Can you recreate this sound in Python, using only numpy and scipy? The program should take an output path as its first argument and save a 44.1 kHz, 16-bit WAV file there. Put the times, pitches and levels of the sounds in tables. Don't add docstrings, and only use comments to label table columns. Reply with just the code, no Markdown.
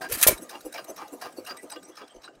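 import sys
import numpy as np
from scipy import signal
from scipy.fft import rfft, irfft
from scipy.io import wavfile
from scipy.ndimage import uniform_filter1d

SR = 44100
rng = np.random.default_rng(int(sys.argv[2]) if len(sys.argv) > 2 else 0)


def dump(signal):
    limited = np.clip(np.atleast_2d(signal).T, -1, 1)
    pcm = np.round(limited * 32767).astype(np.int16)
    wavfile.write(sys.argv[1], SR, pcm)


def volts_from_db(level):
    exponent = np.asarray(level, float) / 20
    return 10 ** exponent


N = 105840
LONG = 8192

# [start t/s, level/dB, hold/s, t60/s, brightness 0-1]
GAS_JETS = [(0.084, -50.5, .015, .1, 0.4), (.095, -40.5, 0.0094, .1, 0.85), (0.11, -37, 0.0044, .1, .7),
            (0.117, -22.5, 0.0047, .04, 0.96), (0.131, -30, 0.02, .06, 0.89), (0.169, -36, .004, .05, .9),
            (.179, -32.5, .025, .06, 0.92), (0.209, -21, 0.0055, 0.064, 0.94),
            (0.223, -12, 0.011, 0.026, 0.93), (0.235, -32.5, 0.0075, 0.11, 0),
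            (0.266, -11, 0.014, .04, 0.98), (0.2682, -6.5, .01, .05, 1), (0.29, -29.5, 0.0088, .1, 0.93),
            (0.297, -36, 0.013, 0.12, 0), (0.315, -42.5, 0.0085, .06, 0.04)]
# [t/s, peak level/dB, f/Hz, t60/s]
PIPE_BLOWS = [(.229, -27.5, 2420, 0.018), (0.234, -18.5, 1827, 0.05), (0.2662, -9, 530, 0.013),
              (0.278, -22.5, 1030, 0.094), (0.2824, -11, 614, 0.054), (0.291, -15, 417, 0.037),
              (.293, -16.5, 516, .04), (0.311, -22, 398, 0.051), (.319, -23, 610, 0.032),
              (.327, -23.5, 326, 0.038), (2.278, -37.5, 1420, 0.041)]
# [t/s, peak level/dB, f/Hz]
MIC_PUSHES = [(.095, -43.5, 45), (0.123, -37, 106.3), (0.141, -43, 60), (0.144, -43.5, 170),
              (0.266, -32, 52.9), (0.281, -28.5, 129), (0.321, -39.5, 45.5), (.63, -55.5, 34),
              (2.14, -56, 30), (2.18, -62, 59.5), (2.35, -63, 35.2)]
# [t/s, f/Hz, level/dB]
HOWL = [
    (0.041, 248, -62),
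    (0.064, 288.4, -44),
    (.09, 372, -40),
    (.11, 487, -38),
    (.13, 499, -40),
    (0.149, 432, -44.5),
    (.17, 300, -48),
    (.2, 260, -62.5),
]
# [start t/s, level/dB, pipe note f/Hz]
CHUFFS = [(0.411, -43.5, 302), (0.529, -45.5, 387), (0.645, -38, 334), (0.773, -49, 356), (0.884, -39, 708),
          (1.012, -50.5, 349), (1.123, -38.5, 305), (1.254, -48, 351), (1.372, -39, 358.6),
          (1.498, -41.5, 416), (1.624, -42.5, 405), (1.753, -46.5, 349), (1.879, -44.5, 388.7),
          (2.01, -47, 450), (2.141, -49, 396), (2.277, -51.5, 407)]
PITCH_SAG = 0.134
# [start t/s, level/dB, hold/s, loudest ring f/Hz]
SCUFFS = [(.009, -41, 0.045, 766), (0.496, -45.5, 0.058, 816), (0.734, -40.5, 0.061, 636),
          (0.969, -47, 0.055, 1125), (1.21, -39.5, 0.054, 754), (1.461, -40.5, 0.046, 1210),
          (1.847, -67, 0.056, 5930), (2.09, -64, 0.081, 3010), (1.71, -44, 0.018, 855),
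          (1.965, -47.5, 0.053, 1260), (2.229, -46.5, 0.017, 3990)]
# [start t/s, level/dB, f/Hz, hold/s]
SQUEAKS = [(.012, -42, 1598, 0.055), (.012, -46.5, 759, 0.037), (.015, -59, 9700, 0.028),
           (.015, -52, 8680, 0.037), (.015, -50, 4760, 0.026), (.213, -37, 1190, 0.04),
           (0.216, -39, 1640, 0.05), (0.274, -31.5, 2290, 0.02), (.312, -40, 2233, 0.023),
           (0.129, -35.5, 4660, 0.013), (.42, -53, 6480, 0.024), (1.492, -49, 1210, 0.067),
           (.545, -47, 2810, 0.0059), (.535, -45, 878, 0.024), (.775, -45.5, 4850, 0.016),
           (.742, -43.5, 2320, 0.022), (.878, -45, 652, .035), (.995, -43, 1207, .03),
           (.98, -45.5, 840, 0.073), (.972, -48.5, 5600, 0.011), (1.016, -60, 2760, 0.04),
           (1.12, -53, 7350, 0.02), (1.125, -50, 12200, 0.015), (1.22, -50.5, 4780, 0.038),
           (1.22, -66, 9640, 0.026), (1.462, -43, 2795, 0.014), (1.49, -39.5, 4780, .025),
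           (1.46, -44, 8740, 0.0095), (1.575, -50.5, 1970, 0.027), (1.575, -50, 8200, 0.013),
           (1.712, -38.5, 8160, 0.0064), (1.715, -49.5, 4870, 0.033), (1.752, -60, 3350, 0.041),
           (1.83, -48, 8200, 0.027), (1.835, -53.5, 5780, 0.023), (1.918, -62, 3310, 0.057),
           (1.968, -43, 5280, 0.0043), (1.975, -55, 8700, 0.014), (2.015, -57.5, 3370, 0.033),
           (2.09, -60, 3160, .035), (2.1, -59, 8220, 0.018), (2.24, -53, 8250, 0.013),
           (2.236, -47.5, 3900, 0.014)]
# [t/s, peak level/dB]
TICKS = [(0.3768, -30), (0.4926, -28.5), (0.607, -31.5), (0.7243, -30), (0.842, -31.5), (0.9618, -29),
         (1.0774, -36), (1.201, -43.5), (1.3237, -40), (1.4482, -30.5), (1.569, -30.5), (1.699, -26),
         (1.8263, -35), (1.9541, -35.5), (2.077, -36), (2.2174, -38.5), (2.3514, -46.5)]
# [t/s, peak level/dB, loudest ring f/Hz]
CLINKS = [(0.4253, -36, 10000), (0.6608, -33.5, 9880), (0.893, -33.5, 6170), (1.1342, -38, 9620),
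          (1.3802, -38.5, 4500), (1.63, -39, 8510), (1.8862, -42, 6090), (2.154, -47.5, 6160)]
# [t/s, peak level/dB]
KNOCKS = [(0.544, -37), (0.777, -24.5), (1.016, -45), (1.258, -35), (1.505, -28), (1.7576, -33.5),
          (2.0137, -36), (2.278, -37.5)]
# [f/Hz, level/dB]
LATCH_MODES = [(8270, 9.5), (3900, 2), (9400, 10), (11000, -3), (12400, 10), (5960, 0)]
# [f/Hz, level/dB]
VALVE_MODES = [(9980, 6.5), (5900, -2), (8000, 3.5), (2797, -8.5), (12870, -25), (8560, -26)]
# [f/Hz, level/dB]
ROCKER_MODES = [(4780, -10), (2830, -0.5), (1210, 4.5), (1540, 5), (3350, -34)]
# [f/Hz, level/dB]
FRAME_MODES = [(720, 3), (880, -2), (1040, 0.5), (1210, -2.5), (1600, 1.5), (2300, -5.5), (2775, -7),
               (4835, -1), (8630, -11), (9580, -4)]
# [f/Hz, level/dB]
HUM_MODES = [(310, -11), (650, -11), (1205, -9.5), (1605, -16)]
CASTING_HZ = np.sort(rng.uniform(500, 15500, 60))
# [f/Hz, level per Hz/dB]
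DULL = [(180, -42.5), (300, -33), (1840, -1), (4910, -12), (10400, -2.5), (16000, -20.5)]
# [f/Hz, level per Hz/dB]
BRIGHT = [(180, -46.5), (300, -50.5), (7080, -15.5), (13300, -2.5), (16000, -14)]
# [f/Hz, level per Hz/dB]
SCRAPE = [(300, 1), (900, 4.5), (2500, 4), (5500, -2.5), (8000, -16), (16000, -3.5)]
# [f/Hz, level per Hz/dB]
SNAP = [(880, -63), (1500, 5.5), (3090, -8), (4500, 0), (8490, -5), (16000, -7)]
# [f/Hz, level per Hz/dB]
YARD = [(18, -28.5), (40, -27.5), (145, -7), (311, 0), (684, 0.5), (1040, -4.5), (3580, -20), (8300, -13.5),
        (16000, -20.5)]
# [t/s, level/dB]
YARD_LEVEL = [(0, -39.5), (.08, -48.5), (0.129, -45.5), (.3, -39), (.42, -49), (1.602, -50.5), (2.4, -58)]
# [t/s, level/dB]
TREBLE = [(1.5, -6), (2.4, -20.5)]


def evened(x):
    return x / np.sqrt(np.mean(x ** 2) + 1e-20)


def smooth(x, width):
    return uniform_filter1d(uniform_filter1d(x, width), width)


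def add(mix, s, sound):
    part = mix[round(s * SR):][:len(sound)]
    part += sound[:len(part)]


def colour(x, points):
    f, db = np.transpose(points)
    bins = np.fft.rfftfreq(len(x), 1 / SR)
    gain = volts_from_db(np.interp(np.log(bins + 1), np.log(f), db, left=-60))
    return irfft(rfft(x) * evened(gain), len(x))


def ring(x, hz, t60):
    r = 1000 ** (-1 / (t60 * SR))
    w = 2 * np.pi * hz / SR
    return np.sqrt((1 - r * r) / 2) * signal.lfilter([1, 0, -1], [1, -2 * r * np.cos(w), r * r], x)


def body(x, modes, t60, spread_db):
    total = 0
    for hz, db in modes:
        strength, detune, damping = rng.uniform(-1.45, 1, 3)
        tone = ring(x, hz * (1 + .008 * detune), t60 * volts_from_db(3 * damping))
        total = total + volts_from_db(db + spread_db * strength) * tone
    return total


def clatter(x, points, t60):
    modes = [(hz, 0) for hz in CASTING_HZ]
    ringing = body(x, modes, t60, 4.1) / np.sqrt(len(modes))
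    return colour(ringing + volts_from_db(-11.5) * x, points)


def burst(rise, hold, t60, grain_db, grain_s):
    t = np.arange(LONG) / SR
    decay = volts_from_db(-60 * np.maximum(t - rise - hold, 0) / t60)
    shape = np.clip(t / rise, 0, 1) ** 2 * decay
    noise, lumps = rng.standard_normal((2, LONG))
    grain = evened(smooth(lumps, max(round(grain_s * SR), 1)))
    return shape * noise * volts_from_db(grain_db * grain)


def firing(mix):
    for s, db, hold, t60, bright in GAS_JETS:
        x = burst(0.0051, hold, t60, 2.4, 0.00048)
        muffled = colour(x, DULL) + clatter(x, DULL, 0.046)
        hissing = colour(x, BRIGHT)
        add(mix, s, volts_from_db(db) * (np.sqrt(1 - bright) * muffled + np.sqrt(bright) * hissing))
    t = np.arange(LONG) / SR
    for s, db, hz, t60 in PIPE_BLOWS:
        wobble = 1 + 0.29 * evened(uniform_filter1d(rng.standard_normal(LONG), 90))
        shape = volts_from_db(db - 60 * t / t60) * np.clip(t / 0.00085, 0, 1)
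        add(mix, s, shape * wobble * np.sin(2 * np.pi * hz * t))
    for s, db, hz in MIC_PUSHES:
        swell = np.sin(np.pi * np.clip(t * hz / 2.17, 0, 1)) ** 2
        add(mix, s, volts_from_db(db) * swell * np.sin(2 * np.pi * hz * t))


def howl(mix):
    s, hz, db = np.transpose(HOWL)
    t = s[0] + np.arange(LONG) / SR
    rough = evened(smooth(rng.standard_normal(LONG), 120))
    level = volts_from_db(np.interp(t, s, db, right=-120) + 5.7 * rough)
    add(mix, s[0], level * np.sin(2 * np.pi * np.cumsum(np.interp(t, s, hz)) / SR))


def chuffs(mix):
    t = np.arange(LONG) / SR
    for s, db, hz in CHUFFS:
        x = burst(.018, .012, .13, 2, .004)
        shape = np.sqrt(abs(uniform_filter1d(x * x, 300)))
        sagging_hz = hz * (1 - PITCH_SAG * np.tanh(t / 0.046))
        note = shape * np.sin(2 * np.pi * np.cumsum(sagging_hz) / SR)
        pipe = volts_from_db(5.0) * ring(x, 289, 0.027) + volts_from_db(-6) * ring(x, 498.4, 0.049) + volts_from_db(-8) * ring(x, 645, 0.036)
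        muffler = ring(pipe, 459, 0.014)
        low = ring(x, 168, 0.018) + volts_from_db(-6) * ring(x, 98, 0.13)
        add(mix, s - .008, volts_from_db(db - 4.5) * (volts_from_db(1.0) * note + volts_from_db(-14.5) * muffler + volts_from_db(-20) * low))


def scuffs(mix):
    for s, db, hold, hz in SCUFFS:
        x = burst(.012, hold - .005, .1, 2.5, .003)
        hiss = burst(.005, .008, .09, 3, .002)
        drag = volts_from_db(6.5) * clatter(hiss, SNAP, 0.029) + volts_from_db(-4.5) * clatter(x, SCRAPE, 0.0062)
        frame = body(x, FRAME_MODES, 0.06, 3.7)
        add(mix, s, volts_from_db(db - 9.0) * (drag + volts_from_db(-5.5) * frame + volts_from_db(3.5) * ring(x, hz, 0.027)))
    for s, db, hz, hold in SQUEAKS:
        rub = burst(0.004, hold, 0.034, 1.83, 0.00177)
        add(mix, s - .003, volts_from_db(db) * ring(rub, hz, 0.043))


def ticks(mix):
    for s, db in TICKS:
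        x = burst(.007, .004, .02, 2, .0015)
        latch = body(x, LATCH_MODES, 0.035, 5)
        add(mix, s - .005, volts_from_db(db - 20) * (clatter(x, SNAP, 0.012) + volts_from_db(-9) * latch))


def clinks(mix):
    for s, db, hz in CLINKS:
        x = burst(.025, .015, .05, 3, .002)
        rattle = volts_from_db(-3) * clatter(x, BRIGHT, .035)
        valve = volts_from_db(-9) * body(x, VALVE_MODES, .04, 3)
        add(mix, s - .028, volts_from_db(db - 14) * (rattle + valve + ring(x, hz, .04)))


def knocks(mix):
    for s, db in KNOCKS:
        x = burst(0.0061, 0.0027, 0.042, 2.1, 0.0023)
        rocker = body(x, ROCKER_MODES, .07, 4)
        add(mix, s - .003, volts_from_db(db - 19.5) * (clatter(x, SCRAPE, 0.0072) + rocker))


def yard():
    z = signal.stft(rng.standard_normal(N + 512), nperseg=512)[2]
    patches = uniform_filter1d(rng.standard_normal(z.shape), 5, 0)
    patches = evened(uniform_filter1d(patches, 7, 1))
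    x = evened(signal.istft(z * volts_from_db(4 * patches), nperseg=512)[1][:N])
    whirr = colour(x, YARD) + volts_from_db(-4.5) * body(x, HUM_MODES, .2, 0)
    level_db = np.interp(np.arange(N) / SR, *np.transpose(YARD_LEVEL))
    return volts_from_db(level_db - 2.0) * whirr


def reflections(mix):
    t = np.arange(LONG) / SR
    sparse = rng.standard_normal(LONG) * (rng.random(LONG) < .05)
    echoes = sparse * volts_from_db(-60 * t / 0.17) * (t > .003)
    return signal.oaconvolve(mix, echoes / np.linalg.norm(echoes))[:N]


def scene():
    mix = np.zeros(N)
    for source in (firing, howl, chuffs, scuffs, ticks, clinks, knocks):
        source(mix)
    return (mix + volts_from_db(-19.5) * reflections(mix) + yard())[None]


def low_pass(x):
    return signal.sosfilt(signal.butter(12, 16370, fs=SR, output="sos"), x)


def record(dry):
    t = np.arange(N) / SR
    high_pass = signal.butter(2, 7000, "high", fs=SR, output="sos")
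    top = signal.sosfiltfilt(high_pass, dry)
    turned = dry + top * (volts_from_db(np.interp(t, *np.transpose(TREBLE))) - 1)
    faded = np.tanh(turned) * np.clip((t - .007) / .004, .15, 1)
    band_limit = signal.firwin(255, 15900, window=("kaiser", 9), fs=SR)[None]
    return low_pass(signal.oaconvolve(faded, band_limit, "same"))


dry = scene()
out = record(dry)
dump(out)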